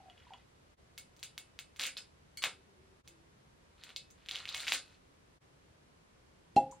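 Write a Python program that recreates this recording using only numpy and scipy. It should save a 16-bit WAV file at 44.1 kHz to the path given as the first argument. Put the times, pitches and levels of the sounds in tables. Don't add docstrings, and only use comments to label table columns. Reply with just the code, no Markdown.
import sys
import numpy as np
from scipy import signal
from scipy.fft import rfft, irfft
from scipy.io import wavfile

SR = 44100
rng = np.random.default_rng(int(sys.argv[2]) if len(sys.argv) > 2 else 0)


def materialize(psi):
    bounded = np.clip(np.atleast_2d(psi).T, -1, 1)
    quanta = np.round(bounded * 32767).astype(np.int16)
    wavfile.write(sys.argv[1], SR, quanta)


N = 299880
TIME = np.arange(N) / SR
POP_S = 6.5655

# start_s, level_db, centre_hz, width_hz, room_db (room send against the snap)
SNAP_EVENTS = [(0.9785, -26.5, 3680, 7000, 0), (1.1654, -44, 5000, 5000, -3),
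               (1.1928, -43.5, 3900, 5000, 0), (1.2293, -24.5, 3240, 4300, 1.5),
               (1.3788, -23, 2600, 6000, -4), (1.59, -25.5, 2510, 4600, -3), (1.762, -40.5, 2420, 4380, 2),
               (1.7962, -19, 2600, 4200, -6), (1.8105, -21.5, 2840, 4000, -0.5),
               (1.8295, -27.5, 3600, 4500, 6), (1.8374, -19.5, 3080, 3600, -3),
               (1.8534, -25.5, 2300, 2000, 1.5), (1.8613, -23, 3800, 5000, 4),
               (1.8718, -28, 2330, 1200, 0.5), (2.4227, -26.5, 2800, 3200, 6),
               (2.4393, -12, 2040, 3040, -2.5), (3.0766, -34, 3730, 5760, -1.5),
               (3.8371, -30, 3100, 4330, -5.5), (3.8922, -39, 2570, 2400, -3.5),
               (3.904, -42, 3000, 1800, -6), (3.9624, -22, 3900, 2100, -2.5),
               (4.1038, -43.5, 6040, 4500, 1.5), (4.2613, -38.5, 2780, 2800, -6),
               (4.287, -25, 3040, 2200, -2), (4.292, -26.5, 2820, 2000, -10),
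               (4.3117, -22, 3450, 1710, -5.5), (4.3524, -26, 3400, 2200, -1),
               (4.3575, -23, 3160, 1200, -21), (4.3869, -30, 3300, 2200, -8),
               (4.455, -26.5, 2540, 1610, -8), (4.4898, -23, 3800, 1300, -3), (4.5465, -18, 2620, 3560, -7),
               (4.572, -32.5, 3860, 4800, 4), (4.604, -26.5, 2970, 3200, 2), (4.669, -27, 2100, 1510, 7.5),
               (4.6817, -17, 2650, 2200, -6), (4.695, -27, 3220, 2600, 1),
               (4.7214, -11.5, 2050, 2200, -7.5), (4.7307, -24, 3300, 5000, 8.5),
               (6.7123, -44, 6770, 2400, 2)]


def from_db(db):
    return 10 ** (np.asarray(db) / 20)


def rms_one(x):
    return x / np.sqrt(np.mean(x ** 2) + 1e-20)


def at_hz(points, hz):
    points = np.array(points)
    return np.interp(np.log(hz + 1e-9), np.log(points[:, 0]), points[:, 1])


def colour(x, spectrum):
    size = x.shape[-1]
    gain = from_db(at_hz(spectrum, np.fft.rfftfreq(size, 1 / SR)))
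    return irfft(rfft(x) * gain, size)


def cut(x, hz, kind, order=2):
    sos = signal.butter(order, np.clip(hz, 10, SR * .45), kind, fs=SR, output="sos")
    return signal.sosfilt(sos, x)


def add(out, s, sound):
    at = round(s * SR)
    out[at:at + len(sound)] += sound[:N - at]


def dying(t, t60):
    return from_db(-60 * t / t60)


def ringing(hz, db, t60, t):
    return from_db(db) * np.sin(2 * np.pi * hz * t) * dying(t, t60)


def struck(modes, t=TIME[:SR // 6]):
    return sum(ringing(hz, db, t60, t) for hz, db, t60 in modes)


def stereo_noise(width, size):
    mid, side = rfft(rng.standard_normal((2, size)))
    ratio = from_db(at_hz(width, np.fft.rfftfreq(size, 1 / SR)))
    left_right = mid + ratio * side * [[1], [-1]]
    return irfft(left_right / np.sqrt(1 + ratio ** 2), size)


def film_break(kick, hz, width, leak=0.3, leak_width_hz=2800, low_hz=350, top_hz=8000):
    r = np.exp(-np.pi * width / SR)
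    b = (1 - r * r) / 2 * np.array([1, 0, -1])
    a = [1, -2 * r * np.cos(2 * np.pi * hz / SR), r * r]
    once = signal.lfilter(b, a, kick)
    body = signal.lfilter(b, a, once) + leak * (width / leak_width_hz) ** 2 * once
    body = cut(cut(body, top_hz, "low"), low_hz, "high", order=1)
    return body / np.abs(body).max()


def snaps(crack_hz=7000, hand_hz=6500, count=5):
    crack_db, crack_width_hz, crack_db_per_octave = 2.5, 3520, 5.5
    thud_db, thud_growth, thud_hz, thud_t60, thud_low_hz = -18.5, 2.74, 1166, 0.0034, 800
    direct, sent = np.zeros(N), np.zeros((count, N))
    kick = signal.unit_impulse(SR // 6) + 1e-18
    crack = cut(kick, crack_hz, "high")
    thud = cut(struck([(thud_hz, thud_db, thud_t60)]), thud_low_hz, "high")
    hardest_db = max(row[1] for row in SNAP_EVENTS)
    for k, (s, db, hz, width, room_db) in enumerate(SNAP_EVENTS):
        bright_db = crack_db + crack_db_per_octave * np.log2(width / crack_width_hz)
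        snap = from_db(db) * (film_break(kick, hz, width) + from_db(bright_db) * crack)
        snap = snap + from_db(thud_growth * (db - hardest_db)) * thud
        add(direct, s, cut(snap, hand_hz, "low"))
        add(sent[k % count], s, from_db(room_db) * snap)
    return direct, sent


def bottle_ring(scatter_db):
    # pitch_hz, level_db (against the snap's level_db), t60_s
    bottle_modes = [(277, -54, 0.66), (502.5, -56.5, 0.18), (542, -50.5, 0.39), (1250, -58, 0.13),
                    (2220, -49, 0.3), (2200, -31, 0.16), (2690, -45.5, 0.29), (2590, -42, 0.39),
                    (2650, -45, 0.26), (2970, -47, 0.51), (3300, -35, 0.11), (3730, -38, 0.12),
                    (5300, -42, 0.12)]
    out, t = np.zeros(N), TIME[:SR // 3]
    luck = rng.normal(0, scatter_db, (len(SNAP_EVENTS), len(bottle_modes)))
    modes = np.array([ringing(hz, db, t60, t) for hz, db, t60 in bottle_modes])
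    for (s, db, *_), strengths in zip(SNAP_EVENTS, luck):
        add(out, s, from_db(db + strengths) @ modes)
    return out


def crackle(per_s, spread_db, count=7):
    # frequency_hz, level_db (relative)
    tear_colour = [(150, -17.5), (500, -8), (1200, -2), (2000, 1.5), (3000, 1.5), (4000, 4), (6000, -10),
                   (10000, -17.5), (16000, -37)]
    sizes = from_db(spread_db * np.minimum(rng.exponential(1, N), 4)) * rng.choice([-1, 1], N)
    clicks = sizes * (rng.random(N) < per_s / SR)
    dealt = rng.integers(0, count, N)
    edges = np.geomspace(900, 16000, count + 1)
    grains = sum(cut(clicks * (dealt == k) + 1e-18, edges[k:k + 2], "band") for k in range(count))
    grains = grains + cut(clicks, edges[0], "low") / np.sqrt(count)
    return rms_one(colour(grains, tear_colour))


def rips(treble_hz=5500, attack_s=0.0016, release_s=0.017):
    # start_s, length_s, level_db (at the start), swell_db (over the pull), treble_lift_db
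    pulls = [(1.793, 0.07, -43.5, 0, 9.5), (1.969, .01, -47.5, 1.5, 11), (2.421, 0.034, -49, 14.5, -5),
             (3.779, .12, -70.5, 13, -8), (4.181, 0.13, -73, 7, -8), (4.312, 0.15, -47.5, -9.5, -4),
             (4.474, 0.067, -52, -0.5, 2), (4.544, .12, -44, -5.5, 4), (4.669, 0.08, -45.5, 10, 9),
             (4.777, 0.17, -70, 1, 4)]
    out, grains = np.zeros(N), crackle(per_s=1700, spread_db=4.0)
    treble = cut(grains, treble_hz, "high", order=1)
    for s, length, db, swell_db, lift_db in pulls:
        t = TIME - s
        edges = np.minimum(t, 0) / attack_s - np.maximum(t - length, 0) / release_s
        strength = from_db(db + swell_db * np.clip(t / length, 0, 1)) * np.exp(np.maximum(edges, -20))
        out += strength * rms_one(grains + (from_db(lift_db) - 1) * treble)
    return out


def tinks(crack_db=11, crack_hz=5000, low_hz=1700, top_hz=12000):
    # start_s, level_db, pitch_hz
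    flicks = [(1.9736, -38, 2595), (2.373, -33.5, 2253)]
    # pitch_multiple, level_db (against the flick), t60_s
    edge_modes = [(1.001, -13.5, .07), (1.42, -7.5, .008), (1.959, -4.5, 0.024)]
    out = np.zeros(N)
    for s, db, pitch in flicks:
        ring = struck([(pitch * multiple, level_db, t60) for multiple, level_db, t60 in edge_modes])
        tick = cut(signal.unit_impulse(len(ring)) + 1e-18, crack_hz, "high")
        add(out, s, from_db(db) * (ring + from_db(crack_db) * tick))
    return cut(out, [low_hz, top_hz], "band")


def cork_pop(neck_hz=822.3, tone_db=-15, crest_s=0.013, swell_s=0.014, flat=0.21, clear_s=0.0027):
    # pitch_hz, level_db, t60_s
    overtones = [(2670, -42.5, 0.19), (2716, -38, 0.1), (4170, -36, 0.057), (4880, -55, 0.09),
                 (5470, -54, 0.12), (6460, -63, 0.079), (7865, -76, .1)]
    out, t = np.zeros(N), TIME[:SR // 3]
    hz = neck_hz * (1 - flat * np.exp(-t / clear_s))
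    swell = np.exp(-((t - crest_s) / swell_s) ** 2)
    add(out, POP_S, from_db(tone_db) * np.sin(2 * np.pi * np.cumsum(hz) / SR) * swell)
    add(out, POP_S, struck(overtones, t))
    return out


def suction(db=-15, length_s=0.00064, lead_s=0.00029, low_hz=120):
    pulse = -from_db(db) * np.exp(-((TIME - POP_S + lead_s) / length_s) ** 2)
    return cut(pulse, low_hz, "high")


def cork_slip(db=-42, lead_s=0.0024, length_s=0.0018, low_hz=1100, high_hz=5500):
    scuff = rms_one(cut(rng.standard_normal(N), [low_hz, high_hz], "band"))
    return from_db(db) * scuff * np.exp(-((TIME - POP_S + lead_s) / length_s) ** 2)


def glugs(rise=0.25, onset_s=0.001, cycles=35):
    # start_s, level_db, pitch_hz (at the start)
    pockets = [(.002, -49, 794), (.022, -55, 764), (.058, -50, 745), (.083, -48, 723), (.268, -49, 970),
               (.306, -43, 887), (.319, -44, 783), (.341, -45, 994), (6.724, -41.5, 966)]
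    out, t = np.zeros(N), TIME[:SR // 6]
    for s, db, hz in pockets:
        tone = np.sin(2 * np.pi * hz * t * (1 + rise * t))
        add(out, s, from_db(db) * tone * dying(t, cycles / hz) * (1 - np.exp(-t / onset_s)))
    return out


def drips():
    # start_s, level_db
    drops = [(.099, -49), (0.178, -55), (.2, -58), (.232, -61), (.336, -44.5)]
    # pitch_hz, level_db (against the drop), t60_s
    glass_modes = [(1400, -17, 0.032), (2004, -13, 0.058), (2980, 1, 0.016), (3300, -6, 0.054),
                   (4400, -20, 0.063), (6630, -23, .028)]
    out, ring = np.zeros(N), struck(glass_modes)
    for s, db in drops:
        add(out, s, from_db(db) * ring)
    return out


def fine_bubbles(low_hz=1300, high_hz=6500, cycles=25, spread_db=14, count=300):
    # time_s, level_db
    stream = [(0, -80), (.1, -74), (.2, -72.5), (.34, -68.5), (.41, -73.5), (.47, -100), (6.8, -100)]
    out, t = np.zeros(N), TIME[:SR // 20]
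    for when, a, b, strength in rng.random((count, 4)):
        hz = low_hz * (high_hz / low_hz) ** ((a + b) / 2)
        ping = np.sin(2 * np.pi * hz * t * (1 + t)) * dying(t, cycles / hz)
        add(out, when * .5, from_db(spread_db * strength) * ping)
    stream_s, stream_db = np.transpose(stream)
    return from_db(np.interp(TIME, stream_s, stream_db)) * out / out[:SR // 2].std()


def low_tone(waver=0.62, wander=0.027):
    # start_s, length_s, level_db (before the waver), pitch_hz (mean)
    swells = [(2.522, 0.25, -67, 387), (2.758, .22, -65, 380), (3.08, 0.23, -72, 330)]
    out = np.zeros(N)
    loudness, pitch = (rms_one(cut(noise, 25.6, "low")) for noise in rng.standard_normal((2, N)))
    for s, length, db, hz in swells:
        swell = np.sqrt(np.abs(np.sin(np.pi * np.clip((TIME - s) / length, 0, 1))))
        phase = 2 * np.pi * np.cumsum(hz * (1 + wander * pitch)) / SR
        out += from_db(db) * swell * np.sin(phase)
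    return out * (1 + waver * loudness)


def near_echo(x, db=-7, low_hz=2500, delay_s=.0056):
    late = np.interp(TIME - delay_s, TIME, x)
    return from_db(db) * cut(late, low_hz, "high", order=1)


def pop_bloom():
    # pitch_hz, level_db (before build-up), t60_s, build_up_s
    room_modes = [(215.6, -34.5, .15, .003), (264, -27, 0.084, 0.0035), (320, -34.5, 0.17, 0.0083),
                  (386, -30.5, 0.1, 0.007), (533, -16.5, 0.28, 0.23), (643, -24.5, 0.13, 0.022),
                  (705, -24, 0.16, 0.012), (762, -26, 0.2, 0.024), (812, -20, 0.24, 0.026),
                  (840, -37.5, 0.46, 0.027)]
    out, t = np.zeros(N), TIME[:SR // 3]
    for hz, db, t60, build_s in room_modes:
        add(out, POP_S, ringing(hz, db, t60, t) * (1 - np.exp(-t / build_s)))
    return out


def room_tail(build_s=0.002):
    # frequency_hz, level_db (relative)
    tail_colour = [(100, 1.5), (300, 6), (600, 9), (1000, 2.5), (1700, 8.5), (2400, 2), (3000, 8.5),
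                   (4200, 0.5), (6000, 10), (10000, 13.5), (16000, -7)]
    # frequency_hz, t60_s
    tail_t60 = [(100, 0.39), (600, 0.22), (2000, 0.2), (5000, 0.21), (10000, 0.16), (16000, 0.086)]
    # frequency_hz, side_minus_mid_db
    tail_width = [(60, -15.5), (300, -29.5), (1200, -19), (2400, -32), (4400, -3), (8000, 6), (15000, 7.5)]
    t = TIME[:SR // 2]
    noise, tail = colour(stereo_noise(tail_width, len(t)), tail_colour), 0
    edges = np.geomspace(60, 17000, 11)
    for low, high in zip(edges, edges[1:]):
        tail = tail + cut(noise, [low, high], "band") * dying(t, at_hz(tail_t60, np.sqrt(low * high)))
    tail = tail * (1 - np.exp(-t / build_s))
    return tail / np.sqrt(np.sum(tail ** 2) / 2)


def in_room(x):
    return signal.fftconvolve(x[None], room_tail(), axes=1)[:, :N]


def background(level_db=-64, dip_db=-17.5, dip_half_width_s=0.015):
    # frequency_hz, level_db (relative)
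    floor_colour = [(12, -44), (20, -16.5), (70, -1), (110, -5.5), (138, -4.5), (255, -9.5), (301, -9.5),
                    (377, -10.5), (434, -10), (485, -10.5), (825, -16), (923, -14), (11800, -33),
                    (13500, -54.5), (16000, -57)]
    # frequency_hz, side_minus_mid_db
    floor_width = [(60, -17), (110, -24.5), (200, -1), (380, -0.5), (700, 2), (1290, 3.5), (2380, 0.5),
                   (4400, 0.5), (8120, 3), (15000, 8)]
    dip_times = [.762, 3.03, 5.397]
    dips = dip_db * sum(np.exp(-((TIME - s) / dip_half_width_s) ** 2) for s in dip_times)
    return from_db(level_db + dips) * rms_one(colour(stereo_noise(floor_width, N), floor_colour))


def scene(snap_wet_db=1.5, tear_wet_db=-1.5, tink_wet_db=6, pour_wet_db=-3,
          pop_wet_db=-21, thump_wet_db=-5, slip_wet_db=4, pop_low_hz=160):
    snap, snap_sent = snaps()
    tear, tink = rips(), tinks()
    pour = glugs() + drips() + fine_bubbles()
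    pop, thump, slip = cut(cork_pop(), pop_low_hz, "high"), suction(), cork_slip()
    room = from_db(snap_wet_db) * sum(in_room(sent) for sent in snap_sent)
    room = room + in_room(from_db(tear_wet_db) * tear + from_db(tink_wet_db) * tink
                          + from_db(pour_wet_db) * pour)
    cork_sent = from_db(pop_wet_db) * pop + from_db(thump_wet_db) * thump + from_db(slip_wet_db) * slip
    room = room + in_room(cut(cork_sent, pop_low_hz, "high", order=1))
    direct = snap + bottle_ring(scatter_db=4.0) + tear + tink + pour + pop + thump + slip
    echo = near_echo(snap_sent.sum(axis=0) + tear + tink)
    return direct + echo + pop_bloom() + low_tone() + room + background()


def record(dry, cutoff_hz=16100):
    return signal.sosfilt(signal.ellip(10, .2, 80, cutoff_hz, fs=SR, output="sos"), dry)


dry = scene()
out = record(dry)
materialize(out)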